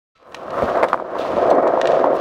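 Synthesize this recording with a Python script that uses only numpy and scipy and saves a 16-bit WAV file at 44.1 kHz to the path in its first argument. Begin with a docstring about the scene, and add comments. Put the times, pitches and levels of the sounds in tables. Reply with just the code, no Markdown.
"""An open skatepark, a skateboard close to the microphone. It fades in rolling over a low, hollow ramp,
grit drumming the deck and hissing under the wheels, with a faint metallic ring beneath. Joints and edges
knock the wheels and a few hard clicks snap on top. At 0.63 s the ramp thuds under the rider's weight.
The board rolls on over rough concrete, soles and wheel edges scuff, and near 1.5 s loose hardware chinks.
Throughout, the park gives back only a thin, short echo."""
import sys
import numpy as np
from scipy import signal
from scipy.fft import rfft, irfft
from scipy.io import wavfile

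SR = 44100
rng = np.random.default_rng(int(sys.argv[2]) if len(sys.argv) > 2 else 0)


def int16_out(signal):
    """Quantize to a 16-bit WAV file."""
    q = np.round(np.clip(np.atleast_2d(signal).T, -1, 1) * 32767)
    wavfile.write(sys.argv[1], SR, q.astype(np.int16))


N = 97108

START_S, FADE_S = .15, 0.008
GRAINS_PER_S, GRAIN_SPREAD_DB = 7000, 4
# spectrum of the drumming deck (f/Hz, level/dB)
DECK_COLOUR = [(60, -56), (120, -30.5), (150, -23), (195, -27), (260, -11.5), (370, -5), (415, -9.5),
               (510, 0), (690, -0.5), (790, -10), (1000, -16), (1500, -23), (3000, -104.5), (12000, -120.5)]
# longer rings of the deck (f/Hz, width/Hz, gain/dB)
DECK_RINGS = [(142.8, 28, 2), (379.8, 3.3, -6), (520, 8, -8.5), (546.5, 9.9, -14), (659.5, 4, 0),
              (727.5, 4.7, -9)]


def undb(db):
    """Decibels to gain."""
    return 10 ** (np.asarray(db) / 20)


def unit(x):
    """Scale to rms 1."""
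    return x / np.sqrt(np.mean(x ** 2))


def peak(x):
    """Scale to peak 1."""
    return x / np.abs(x).max()


def curve(rows, column=1):
    """Gain over time from a dB column."""
    rows = np.array(rows)
    return undb(np.interp(np.arange(N) / SR, rows[:, 0], rows[:, column]))


def colour(x, points, size=4096):
    """Minimum-phase filter through (f/Hz, level/dB) points."""
    hz, db = np.array(points).T
    f = np.maximum(np.fft.rfftfreq(size, 1 / SR), 1)
    gain = undb(np.interp(np.log(f), np.log(hz), db))
    cepstrum = irfft(np.log(gain))
    cepstrum[1:size // 2] *= 2
    cepstrum[size // 2 + 1:] = 0
    response = irfft(np.exp(rfft(cepstrum)))
    return signal.fftconvolve(x, response)[:len(x)]


def add(out, start, sound):
    """Mix a sound in at a time in seconds."""
    i = int(start * SR)
    out[i:i + len(sound)] += sound[:N - i]


def impacts(rate, spread_db):
    """Random tiny impacts at a rate per second, a few much bigger than the rest."""
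    size = undb(spread_db * np.minimum(rng.exponential(size=N), 4))
    return (rng.random(N) < rate / SR) * size * rng.choice([-1, 1], N)


def resonate(x, modes):
    """Add narrow rings to a sound."""
    return x + sum(undb(db) * signal.lfilter(*signal.iirpeak(hz, hz / width, fs=SR), x)
                   for hz, width, db in modes)


def struck(t, modes):
    """Decaying modes after one blow."""
    return sum(undb(db) * np.exp(-np.log(1000) * t / t60) * np.sin(2 * np.pi * hz * t)
               for hz, db, t60 in modes)


def contact(t, tail_s, tail_db):
    """One hard push followed by a fading chatter."""
    return (t == 0) + undb(tail_db) * rng.standard_normal(len(t)) * np.exp(-t / tail_s)


def rolling(turn_hz=19.1, throb_db=1.27):
    """Bumps drive deck and wheels and grit hisses, throbbing with each wheel turn over a low rumble."""
    # drumming of the deck and rattle of the wheels (t/s, deck level/dB, relative wheel level/dB)
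    roll_levels = [(.15, -73, -78), (.21, -55.5, -58.5), (.27, -45.5, -51), (.39, -37.5, -43),
                   (.5, -29, -36.5), (.59, -20, -26), (.65, -21, -31), (.69, -20.5, -24),
                   (.735, -20, -30.5), (.78, -17, -23.5), (.86, -21.5, -32), (.92, -29.5, -35.5),
                   (.97, -26, -38), (1.06, -31.5, -39), (1.14, -23.5, -32), (1.3, -22, -32),
                   (1.45, -15, -26.5), (1.56, -13, -26), (1.68, -16, -27), (1.84, -18.5, -30),
                   (1.92, -15, -27.5), (2.06, -15.5, -28), (2.2, -18.5, -29.5)]
    # hiss of grit, fine sizzle and low rumble over time (t/s, relative level/dB)
    hiss_levels = [(.15, -53), (.3, -56), (.37, -43.5), (.47, -45.5), (.62, -33.5), (.72, -34), (.86, -41),
                   (.96, -45.5), (1.04, -50), (1.17, -42.5), (1.19, -32.5), (1.28, -34), (1.42, -33),
                   (1.62, -44), (1.78, -38.5), (1.92, -31.5), (2.02, -36.5), (2.1, -43), (2.2, -33.5)]
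    sizzle_levels = [(.15, -104), (.3, -68), (.48, -68), (.6, -55), (.85, -63), (.9, -59), (1.05, -75.5),
                     (1.25, -60.5), (1.44, -63), (1.5, -60), (1.56, -68), (1.9, -71), (2.13, -68.5),
                     (2.16, -50.5), (2.2, -73)]
    rumble_levels = [(.15, -90), (.22, -70), (.32, -54), (.55, -42.5), (.63, -32.5), (.7, -39), (.88, -42),
                     (1.05, -48.5), (1.25, -45.5), (1.34, -32.5), (1.41, -38.5), (1.5, -37), (1.58, -45.5),
                     (1.75, -50.5), (1.97, -44), (2.2, -47)]
    # spectra of wheels, hiss, sizzle and rumble (f/Hz, level/dB)
    wheel_colour = [(400, -28.5), (750, -9), (1050, 5), (1300, 3), (1550, -3.5), (1900, -13.5), (2400, -25),
                    (4000, -75.5), (12000, -86)]
    hiss_colour = [(900, 5), (2000, 6.5), (2700, 7), (3800, 2), (5000, -4), (6200, -8.5), (8500, -19),
                   (12000, -28.5), (16000, -40)]
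    sizzle_colour = [(3000, 0), (7000, -0.5), (10000, -2.5), (16000, -7)]
    rumble_colour = [(15, -20), (30, -10), (50, -4.5), (85, 5.5), (130, 1.5), (220, 9), (300, 2),
                     (500, -27.5), (2000, -60.5)]
    # longer rings of the wheels (f/Hz, width/Hz, gain/dB)
    wheel_rings = [(1076, 60, -14.5), (1262, 90, -12.5), (1880, 39, -5), (2224, 21, 1.5)]
    t = np.arange(N) / SR
    throb = undb(throb_db * np.sin(2 * np.pi * turn_hz * t))
    bumps = throb * impacts(rate=1800, spread_db=2)
    grains = throb * impacts(GRAINS_PER_S, GRAIN_SPREAD_DB)
    ticks = throb * impacts(rate=1500, spread_db=3)
    deck = unit(resonate(colour(bumps, DECK_COLOUR), DECK_RINGS)) * curve(roll_levels)
    wheels = unit(resonate(colour(bumps, wheel_colour), wheel_rings)) * curve(roll_levels, column=2)
    hiss = unit(colour(grains, hiss_colour)) * curve(hiss_levels)
    sizzle = unit(colour(ticks, sizzle_colour)) * curve(sizzle_levels)
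    rumble = unit(colour(rng.standard_normal(N), rumble_colour)) * curve(rumble_levels)
    return deck + undb(3) * wheels + undb(-6.5) * hiss + undb(0.5) * sizzle + rumble


def metal_ring():
    """Metal rings faintly under the board's approach."""
    # slowly dying modes of the metal (f/Hz, level/dB, t60/s)
    modes = [(1304, -61, 2.0), (1316, -60.5, 2.0), (3970, -68, 1.0), (4600, -71, .6)]
    out = np.zeros(N)
    add(out, START_S, struck(np.arange(N) / SR, modes))
    return out


def knocks(decay_cycles=0.54, crack_delay_s=0.000992):
    """A wheel meets a joint or edge: a few damped cycles, a drum of the deck and a crack."""
    # blows on the wheels (t/s, ring level/dB, ring f/Hz, crack level/dB)
    blows = [(.226, -42.5, 520, -56), (0.344, -20.5, 924, -40), (.433, -24.5, 626, -42),
             (0.6209, -14.5, 570, -17.5), (.628, -10.5, 550, -30), (.7535, -17.5, 574, -19.5),
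             (.7735, -26, 754, -19.5), (.778, -33, 955, -34), (.8275, -3.5, 856, -9.5),
             (0.8314, -3.5, 572, -12), (0.84, -3, 950, -13), (0.9305, 0, 1120, -14),
             (0.9422, -3.5, 1030, -20.5), (.9755, -22.5, 1460, -30), (.99, -22.5, 1100, -51),
             (.9985, -13.5, 990, -30), (1.022, -15.5, 580, -58), (1.154, -13.5, 935, -38),
             (1.165, -19, 580, -49), (1.1945, -10.5, 520, -42), (1.25, -12, 980, -37),
             (1.304, -14.5, 600, -53), (1.514, -2.5, 648, -30), (1.6265, -10.5, 606, -25),
             (1.669, -6, 920, -25), (1.7744, -3.5, 864, -39), (1.854, -26, 680, -35),
             (1.8905, -8.5, 590, -36), (1.932, -6, 620, -40), (2.028, -25, 588, -42),
             (2.042, -0.5, 886, -28), (2.1305, -5.5, 595, -50)]
    # spectrum of a crack (f/Hz, level/dB)
    crack_colour = [(300, -6), (1000, 12.5), (2300, 5), (2800, -9.5), (4800, -13), (6000, -23),
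                    (8000, -20.5), (11000, -28), (16000, -40.5)]
    out, t = np.zeros(N), np.arange(4096) / SR
    impulse = 1. * (t == 0)
    deck = undb(-8.5) * peak(resonate(colour(impulse, DECK_COLOUR), DECK_RINGS))
    for start, db, hz, crack_db in blows:
        age = t * hz / decay_cycles
        ring = peak(age ** 2 * np.exp(-age) * np.sin(2 * np.pi * hz * t))
        crack = peak(colour(contact(t, tail_s=0.0055, tail_db=-14.5), crack_colour))
        add(out, start, undb(db) * (ring + deck))
        add(out, start + crack_delay_s, undb(crack_db) * crack)
    return out


def clicks():
    """Hard parts of the board snap and ring briefly."""
    # sharp clicks (t/s, relative level/dB, chatter against the push/dB, low-pass f/Hz)
    hits = [(0.323, -37, -34, 14000), (0.346, -20.5, -15.5, 14000), (0.3683, -34, -27, 7000),
            (0.505, -29, 2, 8950), (0.8856, -25.5, -8, 15000), (1.677, -25, -15.5, 9100),
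            (1.8146, -10, -23, 7800), (1.8562, -13.5, -25, 4100), (1.873, -14, -17.5, 9200),
            (1.919, -20, -23, 6500)]
    # spectrum of a snap (f/Hz, level/dB)
    snap_colour = [(500, -14), (1500, 2.5), (2700, 6.5), (4000, 3.5), (5000, -5.5), (7200, -8), (9500, -18),
                   (16000, -29)]
    # modes of the hard parts (f/Hz, level/dB, t60/s)
    modes = [(1864, -5.5, 0.027), (2433, -22.5, 0.045), (2870, -16, 0.023), (3824, -18.5, 0.015),
             (5660, -22, 0.011), (7020, -29, 0.01)]
    out, t = np.zeros(N), np.arange(4096) / SR
    for start, db, tail_db, edge_hz in hits:
        snap = peak(colour(contact(t, tail_s=0.0042, tail_db=tail_db), snap_colour))
        lowpass = signal.butter(2, edge_hz, fs=SR)
        add(out, start, undb(db) * signal.lfilter(*lowpass, snap + struck(t, modes)))
    return out


def ramp_thud(start_s=0.63, hz=76, rise_s=0.0061, peak_db=-26):
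    """The hollow ramp gives one low thud under the rider's weight."""
    out, t = np.zeros(N), np.arange(N) / SR
    thud = peak(t * np.exp(-t / rise_s) * np.sin(2 * np.pi * hz * t))
    add(out, start_s, undb(peak_db) * thud)
    return out


def scuffs(rise_s=0.0027):
    """Soles and wheel edges scuff the surface: short gritty slides that bite and die away."""
    # slides (t/s, decay/s, level/dB)
    slides = [(.881, 0.017, -43.5), (1.182, 0.055, -40), (1.499, .012, -38.5)]
    # spectrum of a scuff (f/Hz, level/dB)
    scuff_colour = [(800, -27), (2200, -5), (3600, 5.5), (5000, -7.5), (8000, -18), (12000, -22),
                    (16000, -23.5)]
    out, t = np.zeros(N), np.arange(8192) / SR
    for start, decay_s, db in slides:
        grains = impacts(GRAINS_PER_S, GRAIN_SPREAD_DB)[:len(t)]
        envelope = peak((1 - np.exp(-t / rise_s)) * np.exp(-t / decay_s))
        add(out, start, undb(db) * unit(colour(grains, scuff_colour)) * envelope)
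    return out


def chinks():
    """Loose metal hardware is struck and rings high and short."""
    # blows on the hardware (t/s, relative level/dB)
    hits = [(1.503, -28.5), (1.508, -29.5), (1.55, -41.5)]
    # modes of the hardware (f/Hz, level/dB, t60/s)
    modes = [(4290, -2.5, 0.033), (6040, -8, 0.022), (6500, -22, .03), (7720, -12.5, 0.014)]
    out, t = np.zeros(N), np.arange(4096) / SR
    for start, db in hits:
        add(out, start, undb(db) * struck(t, modes))
    return out


def park(direct, delay_s=.012, decay_s=0.019, echo_db=-30):
    """Faint scatter from ramps and low walls reaches the microphone just after the direct sound."""
    t = np.arange(16384) / SR
    scatter = rng.standard_normal(len(t)) * np.exp(-t / decay_s) * (t > delay_s)
    echo = unit(scatter) / np.sqrt(len(t))
    return direct + undb(echo_db) * signal.fftconvolve(direct, echo)[:N]


def scene():
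    """The board close to one microphone in the open park, silent until the fade-in."""
    fade_in = np.clip((np.arange(N) / SR - START_S) / FADE_S, 0, 1)
    bed = fade_in * (rolling() + metal_ring())
    return park(bed + knocks() + clicks() + ramp_thud() + scuffs() + chinks())[None]


def record(dry, ceiling=.95, top_hz=15800):
    """The recorder rounds the highest peaks and cuts the top of the treble."""
    rounded = dry / (1 + (dry / ceiling) ** 8) ** (1 / 8)
    lowpass = signal.ellip(12, .2, 80, top_hz, fs=SR, output="sos")
    return signal.sosfilt(lowpass, rounded)


dry = scene()
out = record(dry)
int16_out(out)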